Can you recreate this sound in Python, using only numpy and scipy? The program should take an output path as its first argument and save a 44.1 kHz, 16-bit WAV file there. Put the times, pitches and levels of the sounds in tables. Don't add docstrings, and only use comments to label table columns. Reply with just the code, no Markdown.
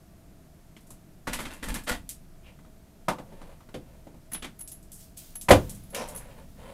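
import sys
import numpy as np
from scipy import signal
from scipy.fft import rfft, irfft, next_fast_len
from scipy.io import wavfile

SR = 44100
rng = np.random.default_rng(int(sys.argv[2]) if len(sys.argv) > 2 else 0)


def generate_wav(sig):
    pcm = np.round(np.clip(np.atleast_2d(sig).T, -1, 1) * 32767).astype(np.int16)
    wavfile.write(sys.argv[1], SR, pcm)


N = 296793
TIME = np.arange(N) / SR
AGE = TIME[:SR * 9 // 20]


def undb(db):
    return 10 ** (np.asarray(db) / 20)


def unit(x):
    return x / np.sqrt(np.mean(x ** 2))


def struck(x):
    return x / np.sqrt(np.mean(x[:SR // 50] ** 2))


def fade(t60):
    return np.exp(-np.log(1000) * AGE / t60)


def onset(rise):
    return np.minimum(AGE / rise, 1)


def swell(rise, t60):
    return np.interp(AGE - rise, AGE, fade(t60)) * onset(rise)


def after(s, t60):
    return np.exp(-np.log(1000) * np.maximum(TIME - s, 0) / t60)


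def band(x, hz, q):
    return signal.lfilter(*signal.iirpeak(hz, q, fs=SR), x)


def steep_band(x, hz, q):
    return band(band(x, hz, q), hz, q)


def colour(x, points):
    hz, db = np.transpose(points)
    size = next_fast_len(len(x))
    f = np.maximum(np.fft.rfftfreq(size, 1 / SR), 1)
    gain = undb(np.interp(np.log(f), np.log(hz), db))
    return unit(irfft(rfft(x, size) * gain, size)[:len(x)])


def burst(points, t60):
    return struck(colour(rng.standard_normal(len(AGE)), points) * fade(t60))


def ring(modes, scatter_db, detune):
    out = np.zeros(len(AGE))
    for k, (hz, db, t60) in enumerate(modes):
        level_draw, pitch_draw = rng.standard_normal(2)
        tone = np.sin(2 * np.pi * hz * (1 + detune * pitch_draw) * AGE)
        out += (-1) ** k * undb(db + scatter_db * level_draw) * fade(t60) * tone
    return struck(out)


def slips(size, per_s, spread_db):
    strength = undb(spread_db * np.minimum(rng.exponential(size=size), 4))
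    return (rng.random(size) < per_s / SR) * strength * rng.standard_normal(size)


def add(out, s, x):
    i = int(s * SR)
    out[i:i + len(x)] += x[:N - i]


# f/Hz, level/dB
RUMBLE_SPECTRUM = [(12, -27.5), (20, 15.5), (32, -15.5), (63, 1.5), (81, -10), (187, -4), (210, -12.5),
                   (293, -11.5), (485, -21.5), (642, -22), (1060, -28), (1220, -28), (3340, -36),
                   (13900, -37), (16000, -68)]

def house():
    whine = unit(steep_band(rng.standard_normal(N), 652, q=8.3))
    rumble = colour(rng.standard_normal(N), RUMBLE_SPECTRUM)
    return undb(-51) * rumble + undb(-68) * whine


def shudder():
    power = np.full(N, undb(-58) ** 2)
    door, swing = after(0, t60=1.08) ** 2, after(0, t60=16) ** 2
    for s, db, _ in DOOR_BLOWS:
        add(power, s, undb(db - 28) ** 2 * door + undb(thud_level(db) - 30.5) ** 2 * swing)
    spectrum = [(15, 0), (35, 2.5), (72, 0), (120, -2), (200, -2), (330, -18.5), (900, -34)]
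    return np.sqrt(power) * colour(rng.standard_normal(N), spectrum)


def thud_level(db):
    return -16.5 + 0.63 * db


# t/s, level/dB, centre of
# the struck spot's response f/Hz
DOOR_BLOWS = [(.765, -57, 3000), (0.906, -56, 1080), (1.271, -33.5, 1490), (1.389, -36.5, 1940),
              (1.453, -40, 2140), (1.76, -39, 1820), (2.589, -61, 1500), (2.648, -59.5, 1060),
              (3.083, -21.5, 996), (3.184, -41, 804), (3.322, -50, 600), (3.415, -49.5, 1260),
              (3.605, -56, 1210), (3.688, -55.5, 1410), (3.742, -49.5, 3370), (3.744, -35, 386),
              (4.069, -46.5, 500), (4.141, -55.5, 600), (4.318, -50, 1860), (4.346, -45, 3400),
              (4.423, -44.5, 3450), (4.444, -40, 2250), (5.485, -20.5, 990), (5.487, -27.5, 2480),
              (5.492, -25, 252), (5.506, -4.5, 560), (5.5094, -16.5, 1950), (5.526, -17.5, 400),
              (5.556, -28, 495), (5.62, -42, 210)]
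# f/Hz, level/dB, T60/s
DOOR_MODES = [(107, 8.5, 0.25), (215.6, 7, 0.16), (289, 3, 0.25), (363, 0, 0.2), (423, -11, 0.17),
              (503, 5, 0.21), (575, 2, 0.14), (618, -12.5, 0.18), (654, 1.5, 0.092), (710, -24, 0.16),
              (755, -1.5, 0.13), (820, 1, 0.13), (849, -9.5, 0.16), (922, 2.5, 0.15), (1005, -4.5, 0.16),
              (1062, -0.5, 0.058), (1238, -0.5, 0.11), (1515, -4.5, 0.093), (1670, -12, 0.13),
              (1960, -3, 0.095), (2040, -1, 0.13), (2290, -3, 0.1), (2913, -6.5, 0.09), (3520, -11, .08),
              (3230, -9.5, 0.056)]
# f/Hz, level/dB
WOOD_SPECTRUM = [(150, -21.5), (300, -14.5), (550, 11.5), (1000, 3.5), (1400, 2), (2200, -10.5),
                 (3500, -2.5), (4500, -25), (8000, -20.5)]
THUD_SPECTRUM = [(20, 9), (70, -2.5), (300, 2), (420, 0), (900, -39)]
CRACK_SPECTRUM = [(700, 6), (2000, 9.5), (3400, 6.5), (5500, 0), (10000, -1), (13000, -8), (16000, -20)]

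def bone_knocks():
    out = np.zeros(N)
    for s, db, centre_hz in DOOR_BLOWS:
        wood = ring(DOOR_MODES, scatter_db=2.8, detune=0.0017)
        wood += undb(-6) * burst(WOOD_SPECTRUM, t60=0.18)
        wood = struck(band(band(wood, centre_hz, q=1.4), centre_hz, q=0.3))
        spot_note = struck(np.sin(2 * np.pi * centre_hz * AGE) * fade(0.026))
        wood = struck(wood + undb(-5) * spot_note)
        add(out, s, undb(db) * wood)

        thud_hz = 180 + 170 * undb(db)
        thud = struck(steep_band(burst(THUD_SPECTRUM, t60=0.22), thud_hz, q=0.76))
        add(out, s, undb(thud_level(db)) * thud)

        stiffness = np.log2(centre_hz / 1000)
        boom = unit(steep_band(rng.standard_normal(len(AGE)), 79.6, q=0.8))
        add(out, s, undb(db - 16.5 - 6.5 * stiffness) * boom * swell(rise=0.016, t60=0.34))
        crack = struck(burst(CRACK_SPECTRUM, t60=0.15) + undb(-8) * burst(CRACK_SPECTRUM, t60=0.063))
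        add(out, s, undb(db - 8 + 7 * stiffness) * crack * onset(0.0022))
    return out


# t/s, level/dB
CLAW_TAPS = [(0.807, -63), (0.869, -59.5), (0.905, -48), (1.333, -30.5), (1.39, -49), (1.404, -43.5),
             (1.535, -49), (1.64, -44), (1.685, -41.5), (1.742, -35.5), (1.837, -50.5), (1.89, -35.5),
             (2.091, -35.5), (4.676, -42.5), (4.717, -47.5), (4.828, -57.5), (4.918, -47), (5.174, -43.5),
             (5.412, -39), (5.695, -39.5), (5.749, -49), (5.947, -32.5), (6.086, -42.5), (6.175, -45)]
# f/Hz, level/dB
TAP_SPECTRUM = [(800, 4), (2800, 4), (5000, -3), (8000, 0.5), (11000, 0), (14000, -9.5), (16000, -20.5)]

def claw_ticks():
    out = np.zeros(N)
    light_tap_db, octaves_per_db = -36, 0.57
    for s, db in CLAW_TAPS:
        edge_hz = 7050 * 2 ** (-octaves_per_db * max(db - light_tap_db, 0))
        high_pass = signal.butter(2, edge_hz, "high", fs=SR)
        wash = burst(TAP_SPECTRUM, t60=0.18) * onset(0.0044)
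        tap = burst(TAP_SPECTRUM, t60=0.018) * onset(0.0004)
        add(out, s, undb(db) * struck(signal.lfilter(*high_pass, tap + undb(3.5) * wash)))
    return out


# t/s, level/dB, rise t/s, pumped air level/dB, note of the bent sheet f/Hz
FLAP_PUSHES = [(1.27, -32.5, 0.005, -32, 1420), (1.324, -34.5, .012, -45, 1990),
               (1.391, -37, .018, -47, 2120), (1.452, -46, 0.0068, -55, 2040),
               (1.504, -42, 0.0017, -60, 2730), (1.623, -34.5, 0.0086, -36, 1900),
               (1.67, -33.5, 0.019, -29, 865), (1.739, -35, 0.0032, -51, 1660),
               (1.866, -24, 0.027, -54, 1394), (1.912, -28.5, 0.0023, -31.5, 1940)]
# f/Hz, level/dB
CRINKLE_SPECTRUM = [(88, -42), (150, -12), (280, -0.5), (383, -11), (566, -3), (745, -7.5), (1360, -8.5),
                    (1600, -6), (4760, -17), (5250, -20.5), (9080, -20), (14200, -27.5), (16000, -49)]
AIR_SPECTRUM = [(15, 1), (35, 3.5), (75, -8.5), (130, -13), (250, -10), (600, -49)]

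def flap_rustle():
    out = np.zeros(N)
    medium_push_db, halving_db = -33.5, 12
    for s, db, rise, air_db, note_hz in FLAP_PUSHES:
        t60 = 0.21 * 2 ** ((medium_push_db - db) / halving_db)
        push = swell(rise, t60)
        crinkle = colour(slips(len(AGE), per_s=2400, spread_db=1.4), CRINKLE_SPECTRUM)
        note = unit(steep_band(crinkle, note_hz, q=10))
        air = colour(rng.standard_normal(len(AGE)), AIR_SPECTRUM) * push ** 0.35
        add(out, s, undb(db) * (crinkle + undb(-12) * note) * push + undb(air_db) * air)
    return out


# t/s, level/dB, rise t/s, T60/s, f/Hz, Q
SLIDES = [(2.426, -53, 0.054, 0.17, 2550, 2.2), (4.925, -44.5, 0.0043, 0.31, 9450, 1.5),
          (4.969, -50.5, 0.045, 0.35, 9400, 0.69), (5.165, -46.5, 0.008, 0.81, 9400, 0.56),
          (5.955, -41.5, 0.013, 0.32, 5570, 4.2), (6.192, -52.5, 0.029, 0.36, 1760, 1.5),
          (6.305, -55, 0.0079, 0.078, 2640, 2.6)]

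def scuffs():
    out = np.zeros(N)
    for s, db, rise, t60, hz, q in SLIDES:
        rub = slips(len(AGE), per_s=11000, spread_db=-2.5)
        add(out, s, undb(db) * unit(steep_band(rub, hz, q)) * swell(rise, t60))
    return out


# start t/s, duration t/s, final level/dB
BONE_STROKES = [(2.427, 0.062, -58.5), (3.245, 0.28, -53.5), (3.787, 0.16, -61), (5.576, .15, -56.5),
                (5.922, 0.097, -32), (6.069, 0.097, -47), (6.175, 0.15, -53), (6.349, 0.043, -51),
                (6.559, .15, -46.5)]
# f/Hz, level/dB
RUB_SPECTRUM = [(120, -69), (200, -2.5), (318, -12.5), (532, -0.5), (759, -12.5), (1160, -16), (1360, -17),
                (2280, -17.5), (4570, -27.5), (5760, -40), (6400, -32), (10300, -27.5), (14000, -44)]

def bone_scrape():
    rub = colour(slips(N, per_s=3500, spread_db=0.5), RUB_SPECTRUM)
    panel = unit(band(rub, 552, q=17) + undb(-2) * band(rub, 720, q=10) + undb(8) * band(rub, 946, q=8.7))
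    gain = np.zeros(N)
    build_db = 7
    for s, length, db in BONE_STROKES:
        catch = np.clip((TIME - s) / 0.034, 0, 1)
        to_go = np.clip(1 - (TIME - s) / length, 0, 1)
        gain += undb(db - build_db * to_go) * catch * after(s + length, t60=0.22)
    return (rub + undb(-8) * panel) * gain


# t/s, first tag level/dB, second tag level/dB
TAG_COLLISIONS = [(4.316, -43.5, -60), (4.331, -34, -47), (4.589, -47, -53), (4.606, -42, -43.5),
                  (4.715, -46.5, -47.5), (5.353, -66, -38), (5.493, -36, -37.5), (5.832, -59, -66),
                  (5.901, -69, -52), (6.075, -54, -62), (6.147, -47, -47), (6.158, -42, -49)]
# f/Hz, level/dB, T60/s
FIRST_TAG_MODES = [(6880, -23, .08), (10120, 3, 0.19), (10200, -3, .11), (10270, -2.5, .17),
                   (11600, -7.5, 0.11), (11615, -5, .15), (12400, -23, .1), (14580, -9.5, .09),
                   (14680, -10, .11)]
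SECOND_TAG_MODES = [(6140, -16.5, .08), (6260, -16.5, .08), (6400, -24.5, .08), (7850, -27, .1),
                    (11000, -14, .09), (11220, -0.5, 0.22), (15000, -16.5, 0.089), (15160, -21, .13)]

def collar_tags():
    out = np.zeros(N)
    for s, first_db, second_db in TAG_COLLISIONS:
        first = undb(first_db) * ring(FIRST_TAG_MODES, scatter_db=4.5, detune=0.0013)
        second = undb(second_db) * ring(SECOND_TAG_MODES, scatter_db=4.5, detune=0.0013)
        click = burst([(1000, -8.5), (5000, -11.5), (10000, -1.5), (16000, -5.5)], t60=0.073)
        click_db = max(first_db, second_db) - 2.5
        add(out, s, (first + second + undb(click_db) * click) * onset(0.0044))
    return out


def room(x, wet_db, t60):
    echo = rng.standard_normal(len(AGE)) * fade(t60) * onset(0.066)
    return x + undb(wet_db) * signal.fftconvolve(x, echo / np.linalg.norm(echo))[:N]


# delay t/ms, level/dB
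EARLY_ECHOES = [(1.3, -29.5), (2.9, -18), (4.7, -20.5), (7.1, -18.5)]

def reflect(x, edge_hz):
    bright = signal.sosfilt(signal.butter(2, edge_hz, "high", fs=SR, output="sos"), x)
    out = x.copy()
    for ms, db in EARLY_ECHOES:
        add(out, ms / 1000, undb(db) * bright)
    return out


def scene():
    rubbing = room(flap_rustle() + bone_scrape() + scuffs(), wet_db=-7.5, t60=0.11)
    contacts = reflect(bone_knocks() + claw_ticks() + rubbing, edge_hz=870)
    return (undb(-2) * contacts + collar_tags() + house() + shudder())[None]


def record(dry):
    rounded = dry / (1 + dry ** 4) ** 0.25
    low_pass = signal.ellip(8, 0.2, 80, 15450, fs=SR, output="sos")
    return signal.sosfilt(low_pass, rounded)


dry = scene()
out = record(dry)
generate_wav(out)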